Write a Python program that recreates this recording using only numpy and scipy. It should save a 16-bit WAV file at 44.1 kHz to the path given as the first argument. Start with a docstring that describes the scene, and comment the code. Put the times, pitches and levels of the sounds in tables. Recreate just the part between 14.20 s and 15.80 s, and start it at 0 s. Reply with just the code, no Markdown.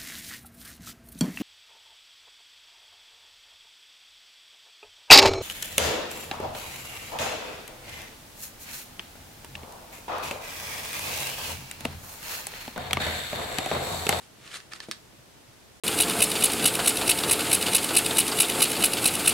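"""Packets of cards, swung and closed

Two hands swing packets of playing cards round above a table in a small room. Faces brush over each
other, edges flick and snap, the deck closes on a cushion of air with a soft thump, and a last card
cracks flat against it. Fingers pat the deck; faint room hiss and mains hum lie underneath."""
import sys
import numpy as np
from scipy import signal
from scipy.fft import rfft, irfft
from scipy.io import wavfile

SR = 44100
rng = np.random.default_rng(int(sys.argv[2]) if len(sys.argv) > 2 else 0)


def int16_out(signal):
    """Quantize to a 16-bit WAV file."""
    q = np.round(np.clip(np.atleast_2d(signal).T, -1, 1) * 32767)
    wavfile.write(sys.argv[1], SR, q.astype(np.int16))


N = 70560
TIME = np.arange(N) / SR
FFT_SIZE = 2 * N
FREQS = np.maximum(np.arange(N + 1) * SR / FFT_SIZE, 1)


def amp(db):
    """Decibels to gain."""
    return 10 ** (np.asarray(db) / 20)


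def rms_one(x):
    """Scale to unit power."""
    return x / np.sqrt(np.mean(x ** 2) + 1e-20)


def at_hz(points):
    """A curve drawn through breakpoints along log frequency."""
    hz, value = np.transpose(points)
    return np.interp(np.log(FREQS), np.log(hz), value)


def colour(x, eq):
    """Minimum-phase EQ: nothing rings ahead of a transient."""
    cepstrum = irfft(np.log(amp(at_hz(eq))))
    cepstrum[1:N] *= 2
    cepstrum[N + 1:] = 0
    return irfft(rfft(x, FFT_SIZE) * np.exp(rfft(cepstrum)))[..., :N]


def dull(x, corner_hz, order=1):
    """Roll off the treble."""
    return signal.sosfilt(signal.butter(order, corner_hz, fs=SR, output="sos"), x + 1e-18)


def resonate(x, hz, width_hz, boost_db):
    """Boost or cut one resonant band."""
    radius = np.exp(-np.pi * width_hz / SR)
    feedback = [1, -2 * radius * np.cos(2 * np.pi * hz / SR), radius ** 2]
    ring = signal.lfilter(np.array([1, 0, -1]) * (1 - radius ** 2) / 2, feedback, x + 1e-18)
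    return x + (amp(boost_db) - 1) * ring


def stereo(pair, likeness):
    """Two unrelated signals as mid and side: likeness 1 is mono, 0 is wide."""
    mid = np.sqrt((1 + likeness) / 2) * pair[0]
    side = np.sqrt((1 - likeness) / 2) * pair[1]
    return np.array([mid + side, mid - side])


def delay(x, seconds):
    """The same sound, later."""
    return np.pad(x, ((0, 0), (int(seconds * SR), 0)))[:, :N]


def room_tone():
    """A steady bed of wide hiss with a little mains hum."""
    # tone of the hiss: f/Hz, relative density/dB
    hiss_eq = [(15, -35), (25, -5.5), (130, 0), (248, -2.5), (382, -2.5), (654, -5), (881, -7.5),
               (955, -8.5), (1870, -10.5), (2260, -11.5), (3390, -12), (8970, -17), (13800, -21.5),
               (15800, -26.5)]
    # stereo image of the hiss: f/Hz, left-right likeness
    hiss_likeness = [(40, 0.43), (150, 0.29), (500, 0.12), (2000, 0.1), (12000, 0.061)]
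    # mains partials: f/Hz, RMS level/dB
    partials = [(59.5, -72.5), (119.5, -73.5)]
    noise = stereo(rfft(rng.standard_normal((2, FFT_SIZE))), at_hz(hiss_likeness))
    hiss = rms_one(irfft(noise * amp(at_hz(hiss_eq)))[:, :N])
    hum = sum(amp(db) * np.sqrt(2) * np.sin(2 * np.pi * (hz * TIME + rng.random()))
              for hz, db in partials)
    return amp(-53.5) * hiss + hum


def card_slides():
    """Card brushes over card: paper fibres catch as fine grains on a smooth hiss that follows speed."""
    # strokes: fastest at t/s, level/dB, swell/s, fade/s, treble corner/Hz
    strokes = [(.038, -54.5, .07, 0.02, 14100), (.24, -54.5, 0.054, .02, 4000),
               (.267, -45.5, 0.016, .004, 4960), (.333, -44, 0.042, 0.04, 5500),
               (.359, -37, 0.022, 0.011, 8060), (.370, -39.5, 0.0074, 0.0059, 13000),
               (.522, -42.5, 0.0063, 0.012, 3000), (.561, -44.5, 0.014, 0.011, 7000),
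               (.639, -44.5, 0.019, .012, 4450), (.688, -47, 0.0027, 0.0075, 9000)]
    # tone of the friction: f/Hz, gain/dB
    friction_eq = [(150, -26), (500, -9), (1020, -11), (1220, -2), (1900, -2), (2900, -3), (3900, -2.5),
                   (5800, -7), (7400, -5.5), (8700, -4), (9800, -7), (12000, -14.5), (16000, -24)]
    grains_per_s, spread_db, smooth_share = 2700, 3.5, 0.57
    sizes = amp(spread_db * np.minimum(rng.exponential(1, (2, N)), 4))
    signs = rng.choice([-1, 1], (2, N))
    catches = rng.random((2, N)) < grains_per_s / SR
    grains = np.sqrt(1 - smooth_share) * rms_one(sizes * signs * catches)
    smooth = np.sqrt(smooth_share) * rng.standard_normal((2, N))
    friction = colour(stereo(grains + smooth, likeness=0.83), friction_eq)
    out = 0
    for k, (t, db, swell_s, fade_s, corner_hz) in enumerate(strokes):
        speed = np.exp(-np.maximum((t - TIME) / swell_s, (TIME - t) / fade_s) ** 0.87)
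        texture = np.roll(friction, k * N // len(strokes), axis=1)  # fresh grain for each stroke
        out = out + amp(db) * speed * rms_one(dull(texture, corner_hz))
    return out


def deck_thumps():
    """Air puffs from between the packets, and a soft push rings the low modes of deck and hands."""
    # the deck closes or is gripped: t/s, strength/dB, treble corner/Hz
    pushes = [(.184, -44.5, 450), (.258, -46, 900), (0.5343, -46.5, 1200), (0.6859, -29.5, 900),
              (0.931, -43.5, 350)]
    # modes of deck and cupped hands: f/Hz, relative level/dB, T60/s
    modes = [(143, -14, 0.061), (224, -2, .085), (330, -2.5, 0.13), (472.3, 0.5, 0.049), (630, -4, 0.048)]
    ring = sum(amp(db - 60 * TIME / t60) * np.sin(2 * np.pi * hz * TIME) for hz, db, t60 in modes)
    puff_s, low_cut_hz = 0.00086, 162
    age = TIME / puff_s
    puff = amp(3.5) * age * (2 - age) * np.exp(-age)
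    low_cut = signal.butter(2, low_cut_hz, "high", fs=SR, output="sos")
    body = signal.sosfilt(low_cut, ring + puff + 1e-18)
    thump = np.array([body, body]) / np.abs(body).max()
    return sum(amp(db) * delay(dull(thump, corner_hz, order=2), t) for t, db, corner_hz in pushes)


def finger_pats():
    """Soft flesh on card: a few low cycles with no click."""
    # fingertips land on the deck: t/s, level/dB, f/Hz
    touches = [(.205, -54.5, 121), (0.984, -50.5, 125), (1.283, -51.5, 121)]
    swell_s = 0.0088
    age = TIME / swell_s
    swell = np.tile(age * np.exp(1 - age), (2, 1))
    return sum(amp(db) * delay(swell * np.sin(2 * np.pi * hz * TIME), t) for t, db, hz in touches)


def edge_snaps():
    """An edge slips free and hits the packet: a sharp tick, then a brief flutter as the cards settle."""
    # flicks: t/s, impact/dB, flutter/dB, flutter decay/s, treble corner/Hz, card pitch/Hz, boost/dB
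    flicks = [(0.276, -28, -17, 0.003, 12000, 2500, 9), (0.3158, -23, -20, 0.00092, 5000, 2940, 13),
              (0.3426, -28, -11.5, 0.0013, 11000, 1500, 6), (.4028, -27, -17, 0.0018, 6040, 1700, -3),
              (0.5193, -27, -13, 0.0038, 5000, 1830, 9.5), (0.534, -18, -5.5, 0.0021, 6000, 1060, 8.5),
              (0.6029, -13.5, -5.5, 0.0014, 4600, 1000, 5), (0.713, -2, -3, .0015, 15000, 3700, 3),
              (0.7189, -15, -13, 0.00099, 16000, 4140, 3.5), (0.7218, -19, -13, 0.0024, 14100, 3700, 3)]
    # card-stock modes that every snap rings: f/Hz, width/Hz, boost/dB
    stock_modes = [(1325, 103, 5), (1744, 130, 10)]
    # tone of the snaps: f/Hz, gain/dB
    snap_eq = [(100, -14), (500, -10), (1000, -10), (1200, -1.5), (2300, -2), (2700, -1.5), (4700, 2.5),
               (6100, -4.5), (7900, -5), (8700, -0.5), (9900, -12.5), (16000, -19)]
    rise_share = 0.17  # of the flutter's decay time
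    out = 0
    for t, impact_db, flutter_db, flutter_s, corner_hz, hz, boost_db in flicks:
        age = TIME / flutter_s
        envelope = np.exp(-age ** 1.02) * (1 - np.exp(-age / rise_share))
        flutter = stereo(rng.standard_normal((2, N)), likeness=0.46) * envelope
        hit = amp(impact_db) * (TIME == 0) + amp(flutter_db) * rms_one(flutter) / np.sqrt(N)
        snap = resonate(dull(hit, corner_hz), hz, hz / 7, boost_db)
        out = out + delay(snap, t)
    for hz, width_hz, boost_db in stock_modes:
        out = resonate(out, hz, width_hz, boost_db)
    return colour(out, snap_eq)


def small_room(x):
    """Reverb return: a few early reflections and a short diffuse tail."""
    # bounces off nearby surfaces: delay/s, level/dB, left minus right/dB
    reflections = [(.0056, -21.5, -11), (.0096, -25.5, -15), (.0152, -28, 4)]
    early = sum(amp(db + np.array([[pan], [-pan]]) / 2) * delay(x, t) for t, db, pan in reflections)
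    tail_db, t60_s, build_s = -7.5, 0.23, 0.0023
    envelope = amp(-60 * TIME / t60_s) * (1 - np.exp(-TIME / build_s))
    tail = rms_one(rng.standard_normal((2, N)) * envelope) / np.sqrt(N)
    tail = dull(tail, corner_hz=9000)
    return early + amp(tail_db) * signal.fftconvolve(x, tail, axes=1)[:, :N]


def scene():
    """The cards in their room, each register leaning a little to one side, over the room tone."""
    # lean of the cards and their reverb: f/Hz, left minus right/dB
    balance = [(500, .5), (1400, 2.5), (2700, -4), (5000, 0), (9000, 3.5), (15000, 5.5)]
    cards = card_slides() + deck_thumps() + finger_pats() + edge_snaps()
    left, right = cards + small_room(cards)
    left = colour(left, [(hz, db / 2) for hz, db in balance])
    right = colour(right, [(hz, -db / 2) for hz, db in balance])
    return np.array([left, right]) + room_tone()


def record(dry):
    """A steep high cut on the whole mix."""
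    cutoff_hz = 15800
    return signal.sosfilt(signal.ellip(12, .1, 80, cutoff_hz, fs=SR, output="sos"), dry)


dry = scene()
out = record(dry)
int16_out(out)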